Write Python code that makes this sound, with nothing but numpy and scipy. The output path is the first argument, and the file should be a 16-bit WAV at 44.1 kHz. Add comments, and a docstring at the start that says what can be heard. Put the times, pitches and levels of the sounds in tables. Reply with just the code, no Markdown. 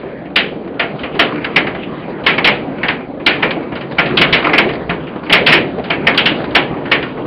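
"""Large hail on a sheet roof

Hailstones strike a sheet roof over a hollow shelter beside a pond, heard from below.
Each near blow is a bending wave, a bright smack of ice, noise bands that ring on in sheet and hollow,
and struck modes. Far blows melt into a low drumming and a patter, made of noise bands with small decays.
The pickup is narrow-band and overloads."""
import sys
import numpy as np
from scipy import signal
from scipy.fft import irfft
from scipy.io import wavfile

SR = 44100
rng = np.random.default_rng(int(sys.argv[2]) if len(sys.argv) > 2 else 0)


def voltage_ratio(level):
    """Linear amplitude factor for a level in decibels (scalar or array-like)."""
    return 10 ** (np.asarray(level, float) / 20)


def bounce(signal):
    """Save signal as a 16-bit WAV file at the path given by the first command-line argument."""
    frames = np.transpose(np.atleast_2d(signal))
    limited = np.clip(frames, -1, 1)
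    pcm = np.round(limited * 32767).astype(np.int16)
    wavfile.write(sys.argv[1], SR, pcm)


N = 320166  # length in samples

# The storm far off. Each row: time in seconds, drumming level in dB, patter level in dB.
STORM = [(0.0, -27.5, -35.5), (0.4, -26, -47), (0.71, -25, -40), (1.29, -21.5, -29), (2.1, -23.5, -36.5),
         (2.47, -19, -26), (2.61, -20, -34.5), (3.21, -24, -43), (3.35, -20, -30.5), (3.84, -23, -38),
         (4.27, -17, -23), (4.47, -20.5, -20.5), (4.71, -19.5, -32.5), (5.22, -24, -35.5), (5.42, -16, -38),
         (5.86, -20.5, -35), (6.13, -18, -27.5), (7.26, -21.5, -35)]
# Colour of the drumming. Each row: frequency in Hz, relative level in dB per Hz.
DRUMMING = [(22, -27.5), (42, -22.5), (62, -9), (105, -18), (146, -1), (209, -4), (280, 0), (375, -3.5),
            (452, -3.5), (671, -9.5), (977, -19), (1500, -28), (1950, -48), (3300, -92.5)]
# Colour of the patter. 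Each row: frequency in Hz, relative level in dB per Hz.
PATTER = [(500, -17.5), (1000, 1), (1600, -4), (2350, -3.5), (3850, -19.5), (4800, -24.5), (5400, -34.5)]
# Near blows. Each row: time in seconds, relative peak level in dB, centre of the crack in Hz,
# treble lift in dB, level of the smack against the ring in dB.
BLOWS = [(0.253, -28, 2100, -1, -6), (0.3599, 4, 2300, 9, -2), (0.796, -0.5, 2020, -0.5, -3),
         (0.991, -21, 2910, 1.5, 1.5), (1.034, -11, 2190, -2.5, -5.5), (1.151, -20.5, 1780, 2.5, 4),
         (1.1937, 6.5, 3300, 0.4, -12), (1.4458, -12, 1700, -5.5, 18.5), (1.5614, 5, 2030, 0, 2),
         (1.6695, -10, 2030, -1.5, 3), (1.75, -18, 1700, -9, 11), (2.1826, -23.5, 1790, -25, -7),
         (2.2381, -18, 3280, 2, -18), (2.2647, 7, 2234, 4, -22), (2.381, -2.5, 2210, -11.5, 9.5),
         (2.4447, 4, 2305, 9, -4), (2.4711, 3.5, 2324, 1, -8), (2.8317, -3.5, 1710, -4, -11),
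         (2.8839, -1.5, 2000, 1.2, 0), (3.1992, -21, 2230, -13, -2.1), (3.2649, 6, 2250, 7.5, 2),
         (3.426, 3, 1975, -5, -12), (3.5086, -10.5, 2270, 1.3, 11), (3.7215, -18, 1870, -7.5, -6),
         (3.7544, -14.5, 1490, 5, -6), (3.81, -16.5, 1700, 1, 3), (3.9842, 5, 1990, -5.5, -9),
         (4.0593, -10, 2060, 6.5, -6), (4.173, 0.5, 3020, 8.5, 3.5), (4.214, 5.5, 3100, -0.5, 3),
         (4.3272, 5.5, 2190, 7, -16), (4.4444, -1.5, 2320, -11, -1), (4.492, -4.5, 2030, -20.5, 1.1),
         (4.533, 3, 2110, -7, -5.5), (4.581, 5.5, 2030, -0.5, 8), (4.6907, -11, 2060, -3, 5),
         (4.895, -3.5, 1700, -4, -9), (5.0697, -22, 2320, -2, -1), (5.2642, -18.5, 2240, -7.5, -4),
         (5.2979, -0.8, 2150, -5, 2), (5.3271, 9.5, 2330, 5, 11.5), (5.4653, 5, 2370, 10.5, -6),
         (5.4884, 2, 2166, -1.2, -11), (5.523, 9.5, 2230, 3.5, -11), (5.5694, -18, 2220, -5, -5),
         (5.8412, -17, 1510, 8, -3), (5.903, -0.9, 2080, -1.2, -4), (6.0698, 5.5, 2034, -7, -1),
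         (6.145, -12, 2040, 7, -2), (6.177, 2.3, 2840, 6.5, 6.5), (6.2585, 2, 2870, 6, 2),
         (6.44, -24, 1470, -19, -16.5), (6.5082, -22.5, 1830, 6.5, -2.1), (6.551, 8.5, 3180, -0.5, -7),
         (6.768, -22, 1840, -13, 0), (6.8556, -15, 1690, -3.5, -4), (6.916, 5, 2030, 2, -6),
         (7.0261, -10.5, 2050, -0.5, 3), (7.1731, -20, 1560, -25, -7)]
# What the struck sheet radiates. Each row: frequency in Hz, relative level in dB per Hz.
SHEET = [(90, -27), (200, -8.5), (680, -6.5), (1100, -6), (1500, -3), (2100, -3), (3100, -4), (4000, -22),
         (4700, -19), (5400, -15.5), (6200, -35.5)]
# How long the sheet rings across the range. Each row: frequency in Hz, factor on the ring time.
LINGER = [(150, 2.9), (400, 2.86), (1000, 0.83), (2200, 1.12), (5000, 0.5)]
# Strongest modes of the sheet. Each row: frequency in Hz, relative level in dB,
# 60 dB decay time in seconds (sheet_modes() holds it to 0.2 at most).
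SHEET_MODES = [(171.6, -4, 0.98), (310, -3.5, .4), (424.8, -5.5, 0.33), (686, -3.5, .4), (936, -19, 0.5),
               (1107, -10.5, 0.3), (1395, -2, .2), (1466, -8, 0.33), (1700, -6, 0.32), (1826, -1.5, 0.22),
               (2030, 1.5, 0.12), (2184, -0.5, 0.18), (2230, 1, 0.37), (2300, -6.5, 0.3), (2380, -8, 0.32),
               (2620, -8, 0.19), (2830, -3.5, 0.32), (2870, -0.5, 0.14), (3180, -19.5, 0.3),
               (4430, -27.5, 0.11)]

STEP = 16  # samples per envelope point
EDGES = 25 * 2 ** np.arange(0, 8.1, 1 / 3)  # third-octave band edges, Hz
CENTRES = np.sqrt(EDGES[1:] * EDGES[:-1])
SPREAD = 1  # bending waves arrive after SPREAD / sqrt(Hz) seconds
LEAD_S = 0.0036  # a blow starts this long before its steepest rise
RING_T60_S, RISE_S = 0.24, 0.0019  # base ring time and base rise time of the sheet
HOLLOW_DB, HOLLOW_T60_S = -21, 0.54
# Faint (far) and dull blows carry more boom: lift at 0 dB, dB per dB of peak, dB per dB of treble.
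BOOM_DB, BOOM_PER_PEAK, BOOM_PER_TREBLE = 3.5, -0.21, -0.3
# Dull blows die sooner; a hard smack sends a strong first wave.
RING_S_PER_TREBLE_DB, WAVE_PER_SMACK = 0.0049, 0.25


def rms_one(x):
    """Scale to unit rms."""
    return x / np.sqrt(np.mean(x ** 2) + 1e-20)


def at_hz(points, hz):
    """Read a table on a log-frequency axis."""
    points = np.array(points)
    return np.interp(np.log(hz), np.log(points[:, 0]), points[:, 1])


def drift(rate_hz):
    """Slow random wander on the envelope grid, spread 1."""
    r = np.exp(-2 * np.pi * STEP * rate_hz / SR)
    white = rng.standard_normal(N // STEP + 4001)
    slow = signal.lfilter([1], [1, -2 * r, r * r], white)[4000:]  # skip the filter's start
    return rms_one(slow)


def played(power):
    """Third-octave noise bands, each following its own row of power per Hz."""
    white = rng.standard_normal((2, N + SR))  # neighbouring bands take different noise
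    out = 0
    for k, row in enumerate(power):
        band_pass = signal.butter(2, EDGES[k:k + 2], "band", fs=SR, output="sos")
        band = signal.sosfilt(band_pass, white[k % 2])[SR:]
        envelope = np.interp(np.arange(N) / STEP, np.arange(len(row)), np.sqrt(row))
        out = out + band * envelope
    return out


def far_blows(spectrum, per_s, t60, steady, patchy_db):
    """Small random blows, each a short decay over all bands, on a steady share of melted ones; rms 1."""
    count = N // STEP + 1
    struck = rng.random(count) < per_s * STEP / SR
    sizes_db = 4.5 * np.minimum(rng.exponential(1, count), 4)
    sizes = voltage_ratio(2 * sizes_db) * struck
    taps = signal.lfilter([1], [1, -voltage_ratio(-120 * STEP / SR / t60)], sizes)
    taps = steady + (1 - min(steady, 1)) * taps / taps.mean()
    rows = [taps * voltage_ratio(2 * (at_hz(spectrum, hz) + patchy_db * drift(5.8))) for hz in CENTRES]
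    return rms_one(played(rows))


def blow_colour(hz, peak_db, centre_hz, treble_db):
    """The sheet's spectrum in dB, bent by where and how hard the stone lands."""
    crack_db = 4.46 * np.exp(-.5 * (np.log2(hz / centre_hz) / 0.23) ** 2)
    top = np.clip(np.log2(hz / 2500) / .5, 0, 1)
    bottom = np.clip(np.log2(1300 / hz) / 0.23, 0, 1)
    boom_db = BOOM_DB + BOOM_PER_PEAK * peak_db + BOOM_PER_TREBLE * treble_db
    return at_hz(SHEET, hz) + crack_db + top * treble_db + bottom * boom_db


def arrival(hz):
    """Delay in seconds of a bending wave behind its 5 kHz part: highs travel faster."""
    return SPREAD * (1 / np.sqrt(np.maximum(hz, 150)) - 1 / np.sqrt(5000))


def ringing(level_db):
    """After each blow every band swells, dies fast in the sheet and slowly in the hollow."""
    power = np.zeros((len(CENTRES), N // STEP + 1))
    length = SR // STEP  # each blow rings for up to one second
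    hz = CENTRES[:, None]
    for s, peak_db, centre_hz, treble_db, smack_db in BLOWS:
        first = int((s - LEAD_S) * SR / STEP)
        since_start = (first + np.arange(length)) * STEP / SR - s + LEAD_S
        t = np.maximum(since_start - 0.21 * arrival(np.clip(hz, 2000, 5000)), 0)
        rise = 1 - np.exp(-t / (RISE_S + 0.14 * np.maximum(arrival(hz), 0)))
        # the ice shatters: short and bright
        smack = voltage_ratio(2 * smack_db - 120 * t / 0.059) * np.minimum(hz / 2800, 1.4) ** 2.8
        ring_t60 = max(RING_T60_S + RING_S_PER_TREBLE_DB * treble_db, .08) * at_hz(LINGER, hz)
        sheet = voltage_ratio(-120 * t / ring_t60)
        hollow = voltage_ratio(2 * HOLLOW_DB - 120 * t / HOLLOW_T60_S)
        colour = voltage_ratio(2 * (peak_db + blow_colour(hz, peak_db, centre_hz, treble_db)))
        blow = rise ** 2 * (smack + sheet + hollow) * colour
        power[:, first:first + length] += blow[:, :power.shape[1] - first]
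    clumps = [voltage_ratio(2 * 1.1 * drift(37)) for hz in CENTRES]  # echoes arrive unevenly, band by band
    return voltage_ratio(level_db) * played(power * clumps)


def first_wave(level_db):
    """The direct bending wave of each blow: a click drawn out into a short fall through the treble."""
    size, ahead = 2048, 256  # samples; the wave is placed this far ahead to leave room before it
    out = np.zeros(N + size)
    hz = np.maximum(np.arange(size // 2 + 1) * SR / size, 1)
    delay = arrival(np.clip(hz, 2000, 5000)) + ahead / SR
    phase = -2 * np.pi * np.cumsum(delay) * SR / size
    thin = 1 / (1 + (1800 / hz) ** 4)  # slow low waves radiate little
    for s, peak_db, centre_hz, treble_db, smack_db in BLOWS:
        colour = voltage_ratio(blow_colour(hz, peak_db, centre_hz, treble_db))
        sweep = irfft(thin * colour * np.exp(1j * phase), size)
        at = round(s * SR) - ahead
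        # faint blows land far off and lose more of their first wave
        wave_db = peak_db + WAVE_PER_SMACK * smack_db + 0.26 * min(peak_db, 0)
        out[at:at + size] += voltage_ratio(wave_db) * sweep / np.abs(sweep).max()
    return voltage_ratio(level_db) * out[:N]


def sheet_modes(level_db):
    """Each blow strikes every mode, a decaying sine, with a strength and sign of its own."""
    s, peak_db, centre_hz, treble_db, smack_db = np.transpose(BLOWS)
    luck = rng.standard_normal((len(BLOWS), len(SHEET_MODES)))
    out = np.zeros(N)
    for k, (hz, mode_db, t60) in enumerate(SHEET_MODES):
        clicks = np.full(N, 1e-18)  # a trace of input keeps the filter from vanishing numbers
        bend_db = blow_colour(hz, peak_db, centre_hz, treble_db) - at_hz(SHEET, hz)
        clicks[np.round(s * SR).astype(int)] = luck[:, k] * voltage_ratio(peak_db + mode_db + bend_db)
        r = voltage_ratio(-60 / (min(t60, 1 / 5) * SR))
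        w = 2 * np.pi * hz / SR
        out += signal.lfilter([0, np.sin(w)], [1, -2 * r * np.cos(w), r * r], clicks)
    return voltage_ratio(level_db) * out


def scene():
    """Near blows over the far storm."""
    s, *columns = np.transpose(STORM)
    drumming_db, patter_db = [np.interp(np.arange(N) / SR, s, c) for c in columns]
    drumming = voltage_ratio(drumming_db) * far_blows(DRUMMING, per_s=60.0, t60=0.23, steady=0.68, patchy_db=2.5)
    patter = voltage_ratio(patter_db) * far_blows(PATTER, per_s=45.0, t60=0.063, steady=0.66, patchy_db=4.0)
    near = ringing(level_db=1.5) + first_wave(level_db=-4.5) + sheet_modes(level_db=-22.5)
    return (near + drumming + patter)[None]


def low_pass(x):
    """Removes everything above the highest recorded frequency."""
    return signal.sosfilt(signal.butter(12, 15800, fs=SR, output="sos"), x)


def record(dry):
    """The microphone fades toward the band edge; overload flattens the peaks before the steep cut."""
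    fade = signal.cheby2(12, 60, 5650, fs=SR, output="sos")
    faded = signal.sosfilt(fade, dry)
    squeezed = faded / (1 + np.abs(faded / .88) ** 10) ** (1 / 10)
    steep_cut = signal.ellip(10, 1, 80, 5520, fs=SR, output="sos")
    narrow = signal.sosfilt(steep_cut, squeezed)
    mix = np.clip(narrow, -.99, .99)  # overshoot of the cut is clipped just under full scale
    return low_pass(mix)


dry = scene()
out = record(dry)
bounce(out)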